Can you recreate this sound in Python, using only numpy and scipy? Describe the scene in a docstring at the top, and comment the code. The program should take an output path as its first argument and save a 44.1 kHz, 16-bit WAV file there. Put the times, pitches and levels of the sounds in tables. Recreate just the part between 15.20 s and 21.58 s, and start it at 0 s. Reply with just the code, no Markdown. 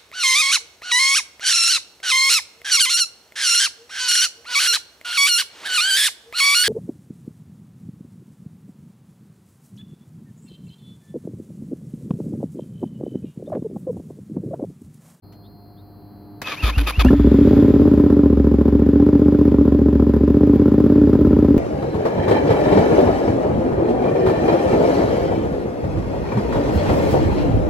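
"""Cold start of a V-twin motorcycle

Outdoors, a few metres away, a fuel pump whines over the hum of a distant engine.
The solenoid clacks and the starter drags the engine over its compressions, gears grinding.
It catches, flares on its rich charge and settles to a hunting, loping idle:
pairs of blowdown pulses ring in a short silencer, over the clatter of the valve train."""
import sys
import numpy as np
from scipy import signal
from scipy.fft import rfft, irfft, next_fast_len
from scipy.io import wavfile
from scipy.ndimage import uniform_filter1d, minimum_filter1d

SR = 44100
rng = np.random.default_rng(int(sys.argv[2]) if len(sys.argv) > 2 else 0)


def to_wav(sig):
    """Store sig (one row per channel, or 1-D mono) as 16-bit WAV at the path in sys.argv[1].

    Samples outside -1..1 are clipped; the rate is SR.
    """
    pcm = np.clip(np.atleast_2d(sig), -1, 1) * 32767
    pcm = np.round(pcm).astype(np.int16)
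    wavfile.write(sys.argv[1], SR, pcm.T)  # frames by channels


N = 281358
TIME = np.arange(N) / SR
BAND_LIMIT_HZ = 15900

# charges that fail to light (time [s], relative level [dB])
MISFIRES = [(1.428, 9.7), (1.565, 12.4), (1.774, 12.8), (1.858, 14.2), (1.972, 5.5)]
# first ragged firings (time [s], relative level [dB], burnt share [0-1], bark [dB])
CATCH_FIRINGS = [(1.847, 5.5, .65, -15), (1.904, 4.5, 1, -20), (1.929, 3.5, 0.99, -25),
                 (1.995, 3, 0.6, -27.5)]
# silencer response (frequency [Hz], gain [dB])
SILENCER_RESPONSE = [(20, -13), (45, -10.5), (100, -1.5), (185, -2.5), (215, 1), (330, -4), (415, 0.5),
                     (455, -8.5), (590, -12), (635, -48.5), (1300, -41.5), (4000, -75.5)]
# silencer resonances (frequency [Hz], width [Hz], gain [dB])
CHAMBER_MODES = [(288.2, 9.3, 18.14), (234, 20, 4.8)]
# pipe air column, rising as the gas heats (time [s], nominal frequency [Hz])
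PIPE_RESONANCE = [(1.8, 53.9), (2.0, 64.5), (2.35, 68.3)]
# silencer warm-up (time [s], pitch [ratio])
WARM_UP = [(1.85, .9), (1.94, 1)]


def exhaust(fired, gain_db=33, lag_s=.00099, smoulder_share=.056, pitch_per_cps=.0078, heat_scatter=.016,
            soft_hz=80, side_hz=126, side_width_hz=76):
    """Each blowdown rings pipe and silencer, pitched by its heat; unburnt charges only puff softly."""
    hz = np.fft.rfftfreq(2 ** 15, 1 / SR)
    n, out = np.arange(len(hz)), np.zeros(N)
    body_db = read(SILENCER_RESPONSE, hz) + resonance_db(CHAMBER_MODES, hz)
    body_db -= 20 * np.log10(1 + (hz / 5000) ** 2)
    pulses = [(s, db, smoulder_share) for s, db in MISFIRES]
    pulses += [row[:3] for row in CATCH_FIRINGS]
    pulses += [(s, db, 1) for s, db, _ in fired]
    for (s, db, burnt), heat in zip(pulses, rng.standard_normal(len(pulses))):
        width_hz, peak_db = 5 - .23 * burnt, 25 - 3.5 * burnt
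        pipe_db = resonance_db([(curve(PIPE_RESONANCE, s), width_hz, peak_db)], hz)
        soft_db = -20 * np.log10(np.minimum(1 + (hz * (1 - burnt) ** 2 / soft_hz) ** 4, 1000))
        ring = impulse_response(body_db + pipe_db + soft_db)
        over_cps, _ = engine_state(s)
        pitch = curve(WARM_UP, s) * (1 + pitch_per_cps * over_cps) if burnt >= .5 else 1
        pitch += heat_scatter * burnt * heat
        add(out, s + lag_s, amp(db + gain_db) * np.interp(n * pitch, n, ring, right=0))
    # a side volume returns the bass late, so each bang falls in pitch
    stored = signal.lfilter(*signal.iirpeak(side_hz, side_hz / side_width_hz, SR), out)
    return 2 * stored - out


# engine speed, flaring then hunting (time [s], four-stroke rate [cycles/s])
ENGINE_SPEED = [(2.0, 14.744), (2.138, 13.812), (2.304, 17.465), (2.599, 17.365), (2.836, 15.79),
                (3.09, 14.628), (3.125, 13.939), (3.746, 14.624), (3.848, 15.549), (4.328, 15.294),
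                (4.378, 14.743), (4.975, 14.146), (5.3, 16.178), (5.512, 16.29), (5.848, 17.523),
                (5.987, 16.849), (6.226, 17.097), (6.38, 16.917)]
# unusually hard or weak firings (time [s], crack change [dB])
ODD_FIRINGS = [(2.386, -0.5), (2.795, 6), (2.9, 4), (4.796, 1), (4.934, 4.5), (5.009, -5.5), (5.073, 2.5),
               (5.331, 4), (5.927, 6.5), (5.989, -5), (6.048, 5.5)]


def firings(first_s=2.0445, second_offset_cycles=.3737, pulse_scatter_db=.1, crack_scatter_db=1):
    """Two cylinders fire unevenly, harder when fast or rich: (time [s], pulse [dB], crack [dB])."""
    cycles = np.cumsum(curve(ENGINE_SPEED)) / SR
    cycles -= np.interp(first_s, TIME, cycles)
    cycle, cylinder = np.divmod(np.arange(2 * int(cycles[-1] + 1)), 2)
    s = np.interp(cycle + cylinder * second_offset_cycles, cycles, TIME)
    over_cps, rich = engine_state(s)
    pulse_luck, crack_luck = rng.standard_normal((len(s), 2)).T
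    imbalance_db = (cylinder - .5) * (1 - .14 * over_cps)  # the second cylinder pushes harder
    pulse_db = .5 + .5 * over_cps + 3.5 * rich + imbalance_db + pulse_scatter_db * pulse_luck
    crack_db = .26 * pulse_db + 1.5 * rich + crack_scatter_db * crack_luck
    for odd_s, change_db in ODD_FIRINGS:
        nearest = np.argmin(abs(s - odd_s))
        pulse_db[nearest] += .22 * change_db
        crack_db[nearest] += change_db
    return np.transpose([s, pulse_db, crack_db])


def engine_state(t, idle_cps=15.5, rich_until_s=2.37, rich_fade_s=.25):
    """Speed above idle [cycles/s] and richness [0-1] of the charge, which holds, then thins."""
    rich = np.exp(-np.maximum(t - rich_until_s, 0) / rich_fade_s)
    return curve(ENGINE_SPEED, t) - idle_cps, rich


# exhaust crack spectrum (frequency [Hz], level [dB])
CRACK_SPECTRUM = [(350, -17.5), (600, -1.5), (650, -11), (1040, -12.5), (1140, -21), (1420, -18),
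                  (1970, -31), (7000, -43), (8600, -56.5), (9800, -38.5), (15800, -43.5)]
# engine case resonances (frequency [Hz], width [Hz], gain [dB])
CASE_MODES = [(784, 54, 6.5), (1020, 68, 3), (1240, 270, 6.5), (1786, 110, 6), (3200, 13, 4.5),
              (3490, 120, 4), (4900, 54, 8.5), (5260, 180, 4.5)]


def turbulence(fired, crack_gain_db=-31.5, rush_gain_db=-30, lead_s=.0011, linger_s=.057):
    """Gas leaves the pipe in a low rush, led by a crack if the charge burnt; the first firings bark."""
    s, gain = fired[:, 0], amp(fired[:, 2])
    crack = bursts(s - lead_s, gain, rise_s=.0005, decay_s=.0061)
    crack += .19 * bursts(s - lead_s, gain, rise_s=.0005, decay_s=linger_s)
    catch_s, _, _, bark_db = np.transpose(CATCH_FIRINGS)
    bark = bursts(catch_s, amp(bark_db), rise_s=.0005, decay_s=.013)
    misfire_s, misfire_db = np.transpose(MISFIRES)
    rush = bursts(s, gain, rise_s=.047, decay_s=.11)
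    rush += bursts(misfire_s, amp(misfire_db - 4), rise_s=.047, decay_s=linger_s)
    sharp = (amp(crack_gain_db) * crack + bark) * noise(CRACK_SPECTRUM, CASE_MODES)
    return sharp + amp(rush_gain_db) * rush * noise(SILENCER_RESPONSE, CHAMBER_MODES)


# chain and gear hiss (frequency [Hz], level [dB])
CLATTER_SPECTRUM = [(710, -29), (1200, -11.5), (2270, -9), (4830, -18.5), (5920, -26.5), (7200, -15),
                    (8000, -50), (9000, -56.5), (9800, -26.5), (13400, -28), (15800, -42)]
# rich-running rasp (frequency [Hz], level [dB])
RASP_SPECTRUM = [(700, 2.5), (1600, 1.5), (2500, -5), (3000, -9), (3450, 2), (4100, -12.5), (8400, -37.5),
                 (10500, -19.5), (15000, -25)]


def valve_train(fired, start_s=1.83, valve_lag_s=.022, tick_scatter_db=3.5, rasp_db=-44):
    """Chains and gears hiss, and rasp while rich; the head ticks at each firing and as a valve shuts."""
    over_cps, rich = engine_state(TIME)
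    caught = np.clip((TIME - start_s) / .028, 0, 1)
    level = amp(-48 + .84 * over_cps + 6.5 * rich)
    firing_s = np.r_[np.array(CATCH_FIRINGS)[:, 0], fired[:, 0]]
    tick_s = np.r_[firing_s, firing_s + valve_lag_s]
    force = np.repeat([1, .3], len(firing_s))
    force *= amp(tick_scatter_db * np.clip(rng.standard_normal(len(tick_s)), -2, 2))
    tick_noise = noise([(4500, -8), (8400, -23.5), (11000, -8.5), (15000, 4)])
    ticks = amp(-1) * bursts(tick_s, force, rise_s=.00065, decay_s=.0018) * tick_noise
    hiss = amp(-3 + 1.5 * wander(640)) * noise(CLATTER_SPECTRUM, CASE_MODES)
    rasp = amp(rasp_db) * rich * noise(RASP_SPECTRUM)
    return caught * (level * (hiss + ticks) + rasp)


ENGAGE_S = 1.217
# starter gear grind (frequency [Hz], level [dB])
GEAR_SPECTRUM = [(120, -59), (200, -8.5), (305, -11), (423, -9.5), (1200, -9.5), (1970, -12.5),
                 (2450, -10.5), (4820, -19.5), (7200, -25.5), (8400, -50)]
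# starter gear fizz (frequency [Hz], level [dB])
FIZZ_SPECTRUM = [(8500, -19), (10200, 4), (13000, -5.5), (15000, -17)]
# starter housing resonances (frequency [Hz], width [Hz], gain [dB])
HOUSING_MODES = [(1025, 23, 6.5), (1250, 73, 5.5), (1730, 95, 5), (2490, 54, 12), (3110, 40, 7),
                 (3550, 210, 9.5), (4740, 150, 7)]


def starter(stop_s=1.9, free_grind_db=-41, free_fizz_db=-54, strain_db=4, chatter_db=5):
    """Gear teeth whine at the mesh rate, and grind and ring the housing when a compression loads them."""
    running = np.clip((TIME - ENGAGE_S) / .0066, 0, 1) * (TIME < stop_s)
    mesh_hz, whine_db, load, fizz = cranking()
    strain = load / load.max()
    chatter = np.sqrt(strain)  # loaded teeth scatter the whine's pitch and level
    jitter = (.0026 + .04 * chatter) * wander(700)
    phase = 2 * np.pi * np.cumsum(mesh_hz * (1 + jitter)) / SR
    whine = amp(whine_db + strain_db * strain) * running * np.sin(phase)
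    whine += .561 * load * np.sin(phase / 2)  # slower reduction gear
    whine *= amp(resonance_db(CASE_MODES, mesh_hz) / 2)
    whine *= amp(chatter_db * chatter * np.clip(wander(170), -2, 1))
    grind = amp(free_grind_db) * running * noise(GEAR_SPECTRUM)
    grind += load * noise(GEAR_SPECTRUM, HOUSING_MODES)
    grind += np.hypot(amp(free_fizz_db) * running, fizz) * noise(FIZZ_SPECTRUM)
    return whine + grind * amp(2.5 * wander(900))


# compressions (time [s], length [s], grind [dB], grind growth [dB], fizz [dB], whine gain [dB])
COMPRESSION_STROKES = [(1.244, 0.116, -30, 0.5, -51, -1.5), (1.414, 0.099, -25.5, 3.5, -40, -2),
                       (1.662, 0.053, -24.5, -5.5, -36, -2), (1.789, 0.033, -21.5, -5, -38, -2.5)]
# unloaded gear rattles (time [s], length [s], grind [dB], fizz [dB])
GEAR_RATTLES = [(1.576, 0.024, -27.5, -38), (1.597, 0.027, -32.5, -40.5)]
# whine radiated by the housing (mesh frequency [Hz], gain [dB])
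WHINE_RESPONSE = [(2000, -50), (2300, -35), (2500, -29), (2650, -33), (2770, -26), (2880, -40), (3100, -47)]


def cranking(free_hz=3146, grip_hz=2560, slowest_hz=2000, recover_s=.043, tail_s=.0067, taper=.52):
    """Each compression drags the starter down, then it races back: mesh [Hz], whine [dB], load, fizz."""
    mesh_hz = free_hz * (1 - np.exp(-np.maximum(TIME - ENGAGE_S, 0) / recover_s))
    whine_db, load, fizz = np.zeros((3, N))
    for s, length_s, grind_db, growth_db, fizz_db, stroke_whine_db in COMPRESSION_STROKES:
        progress = np.clip((TIME - s) / length_s, 0, 1)
        dragged_hz = grip_hz + (slowest_hz - grip_hz) * progress ** 2.3
        held = np.exp(-np.maximum(TIME - s - length_s, 0) / recover_s)
        mesh_hz = np.where(TIME < s, mesh_hz, free_hz + (dragged_hz - free_hz) * held)
        whine_db[TIME >= s] = stroke_whine_db
        stroke = signal.windows.tukey(int((length_s + tail_s) * SR), taper)
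        add(load, s, amp(grind_db + growth_db * np.linspace(-.5, .5, len(stroke))) * stroke)
        add(fizz, s, amp(fizz_db) * stroke)
    for s, length_s, grind_db, fizz_db in GEAR_RATTLES:
        shake = signal.windows.tukey(int(length_s * SR), taper)
        add(load, s, amp(grind_db) * shake)
        add(fizz, s, amp(fizz_db) * shake)
    return mesh_hz, whine_db + read(WHINE_RESPONSE, mesh_hz), load, fizz


# switch, solenoid, first kick (time [s], level [dB], decay [s])
METAL_KNOCKS = [(.123, -53, 0.021), (1.217, -25, 0.011), (1.848, -18, 0.0023)]


def knocks(rise_s=.00028):
    """Metal parts strike, each a short burst of bright noise."""
    envelope = sum(bursts([s], [amp(db)], rise_s, decay_s) for s, db, decay_s in METAL_KNOCKS)
    return envelope * noise([(900, 10), (4000, 0), (8400, -5.5), (12000, -9)])


def clutch(release_s=1.885, ring_hz=1730):
    """The starter clutch rings briefly as the engine overruns it."""
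    return bursts([release_s], [.564], rise_s=.0047, decay_s=.003) * np.sin(2 * np.pi * ring_hz * TIME)


# pump speed (time [s], shaft rate [Hz])
PUMP_SHAFT = [(.05, 93.8), (.47, 93.4), (.7, 92.45), (1.2, 92.05)]
# envelope of the pump harmonics (frequency [Hz], relative level [dB])
PUMP_SPECTRUM = [(3950, -24), (4050, 2), (4240, 5), (4335, -18.5), (4430, -0.5), (4710, -2), (5100, -18.5),
                 (6000, -39), (7800, -39.5), (8130, -22), (8400, -46), (10250, -9), (11000, -34),
                 (12900, -5), (15500, -15)]
# one harmonic, prominent until pressure builds (time [s], level [dB])
PUMP_TONE_LEVEL = [(0, -70), (.2, -64), (.48, -68), (.65, -87)]


def fuel_pump(comb_db=-64, tone_order=45, treble_scatter_db=3, silent_s=2.1):
    """A comb of shaft harmonics sags as fuel pressure builds, and fades once the starter engages."""
    shaft_hz = curve(PUMP_SHAFT) * (1 + .0004 * wander(25))
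    turns = np.cumsum(shaft_hz) / SR
    tone = amp(curve(PUMP_TONE_LEVEL)) * np.sin(2 * np.pi * tone_order * turns)
    hz = np.arange(2 ** 11 + 1) * np.mean(shaft_hz)
    scatter_db = treble_scatter_db * (hz > 6000) * rng.standard_normal(len(hz))
    harmonics = amp(read(PUMP_SPECTRUM, hz) + scatter_db) * (hz > 3000) * (hz < BAND_LIMIT_HZ)
    one_turn = irfft(harmonics * np.exp(2j * np.pi * rng.random(len(hz))))
    comb = unit_rms(np.interp(turns % 1, np.arange(len(one_turn)) / len(one_turn), one_turn))
    fade = np.interp(TIME, [ENGAGE_S, silent_s], [1, 0])
    return fade * (tone + amp(comb_db) * comb)


# distant engine partials (frequency [Hz], relative level [dB])
HUM_PARTIALS = [(50.4, -52.5), (100.9, -48), (201.8, -56), (302.7, -48.5), (403.7, -58), (705.8, -59.5)]


def distant_engine(waver_db=2.5):
    """A far engine hums, each partial wavering in level and phase."""
    hum = np.zeros(N)
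    for hz, db in HUM_PARTIALS:
        peak = np.sqrt(2) * amp(db + waver_db * wander(2.4))
        hum += peak * np.sin(2 * np.pi * (hz * TIME + rng.random()) + wander(8.4))
    return hum


# faint chirps (time [s], length [s], start [Hz], end [Hz], level [dB])
FAINT_CHIRPS = [(0.224, 0.074, 3100, 3900, -58), (0.558, 0.069, 3100, 3800, -60)]


def chirps(flutter_share=.045):
    """Scratchy tones that rise and level off."""
    out = np.zeros(N)
    for s, length_s, start_hz, end_hz, db in FAINT_CHIRPS:
        hz = end_hz + (start_hz - end_hz) * np.linspace(1, 0, int(length_s * SR)) ** 2
        hz *= 1 + flutter_share * wander(890)[:len(hz)]
        add(out, s, amp(db) * np.hanning(len(hz)) * np.sin(2 * np.pi * np.cumsum(hz) / SR))
    return out


# still outdoor air (frequency [Hz], level [dB])
AIR_SPECTRUM = [(30, -13), (98, 0), (300, -5.5), (550, -16.5), (750, -14.5), (1200, -23.5), (2500, -43),
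                (8000, -59)]


def yard(air_gain_db=-46, hum_gain_db=-1, swell_db=3):
    """Evening air and distant hum swell slightly before the start, behind two chirps."""
    hum = amp(hum_gain_db) * distant_engine()
    swell = amp(swell_db * np.interp(TIME, [.5, 1.1], [-.5, .5]))
    return chirps() + swell * (amp(air_gain_db) * noise(AIR_SPECTRUM) + hum)


def echoes(x, wet_db=-22.5, t60_s=.013):
    """Adds sparse reflections from ground and walls, different in each channel."""
    t = np.arange(SR // 3) / SR
    taps = rng.standard_normal((2, len(t))) * (rng.random((2, len(t))) < .04)
    taps *= (t > .005) * amp(-60 * t / t60_s)
    taps /= np.linalg.norm(taps[0])
    return x + amp(wet_db) * signal.fftconvolve(x[None], taps, axes=1)[:, :N]


# left-right likeness (frequency [Hz], coherence [0-1])
MIC_COHERENCE = [(1000, 0.81), (2400, 0.92), (5000, 0.31), (12000, 0.95)]
# left-right balance (frequency [Hz], left over right [dB])
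MIC_BALANCE = [(1300, 1), (2400, 0), (4400, 6.5), (8000, -0.5)]
# left-right phase (frequency [Hz], right lag [rad])
MIC_PHASE = [(5000, 0), (7700, -3), (9600, -3.4), (12500, -6.2)]


def noise(spectrum, modes=()):
    """Coloured noise of rms 1 as the microphone pair receives it."""
    size = next_fast_len(N)
    hz = np.fft.rfftfreq(size, 1 / SR)
    left, independent = rfft(rng.standard_normal((2, size)))
    coherence, tilt = read(MIC_COHERENCE, hz), amp(read(MIC_BALANCE, hz) / 2)
    right = coherence * left + np.sqrt(1 - coherence ** 2) * independent
    right *= np.exp(-1j * read(MIC_PHASE, hz))
    colour = amp(read(spectrum, hz) + resonance_db(modes, hz))
    return unit_rms(irfft(np.array([left * tilt, right / tilt]) * colour, size)[:, :N])


def bursts(times_s, gains, rise_s, decay_s):
    """Envelope of quick swells that die away."""
    t, out = np.arange(SR // 2) / SR, np.zeros(N)
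    shape = (1 - np.exp(-t / rise_s)) * np.exp(-t / decay_s) * (1 - t / t[-1])
    for s, gain in zip(times_s, gains):
        add(out, s, gain * shape)
    return out


def wander(rate_hz):
    """Straight lines between standard normal draws."""
    knots = rng.standard_normal(N // 10)
    return np.interp(TIME * rate_hz, np.arange(len(knots)), knots)


def resonance_db(modes, hz):
    """Gain that resonances add to a response."""
    return sum(10 * np.log10(1 + (amp(db) ** 2 - 1) / (1 + (2 * (hz - mode_hz) / width_hz) ** 2))
               for mode_hz, width_hz, db in modes)


def impulse_response(db):
    """Minimum-phase ringing of a passive body with this response."""
    log_gain = np.log(amp(np.r_[db, db[-2:0:-1]]))
    return np.fft.ifft(np.exp(np.conj(signal.hilbert(log_gain)))).real[:len(db)]


def read(spectrum, hz):
    """Interpolates a table over log frequency."""
    knots_hz, values = np.transpose(spectrum)
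    return np.interp(np.log(hz + 1), np.log(knots_hz + 1), values)


def curve(rows, t=TIME):
    """Interpolates a table over time."""
    return np.interp(t, *np.transpose(rows))


def add(mix, s, sound):
    """Mixes a sound in at time s."""
    part = mix[max(round(s * SR), 0):][:len(sound)]
    part += sound[:len(part)]


def amp(db):
    """Decibels to gain."""
    return 10 ** (np.asarray(db) / 20)


def unit_rms(x):
    """Scales to rms 1."""
    return x / np.sqrt(np.mean(x ** 2) + 1e-20)


def scene():
    """The motorcycle in its yard."""
    fired = firings()
    engine = echoes(exhaust(fired)) + turbulence(fired) + valve_train(fired)
    return engine + starter() + knocks() + clutch() + fuel_pump() + yard()


def record(dry, low_cut_hz=63.5, ceiling=.92):
    """Microphone bass roll-off, fast limiter on the bangs, short fade-in, band limit."""
    heard = signal.sosfilt(signal.butter(2, low_cut_hz, "high", fs=SR, output="sos"), dry)
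    needed_gain = np.minimum(1, ceiling / (abs(heard).max(0) + 1e-9))
    gain = uniform_filter1d(minimum_filter1d(needed_gain, size=300), size=300)
    fade_in = np.clip((TIME - .022) / .018, 0, 1)
    low_pass = signal.firwin(511, BAND_LIMIT_HZ, window=("kaiser", 9), fs=SR)
    return signal.oaconvolve(heard * gain * fade_in, low_pass[None], "same")


dry = scene()
out = record(dry)
to_wav(out)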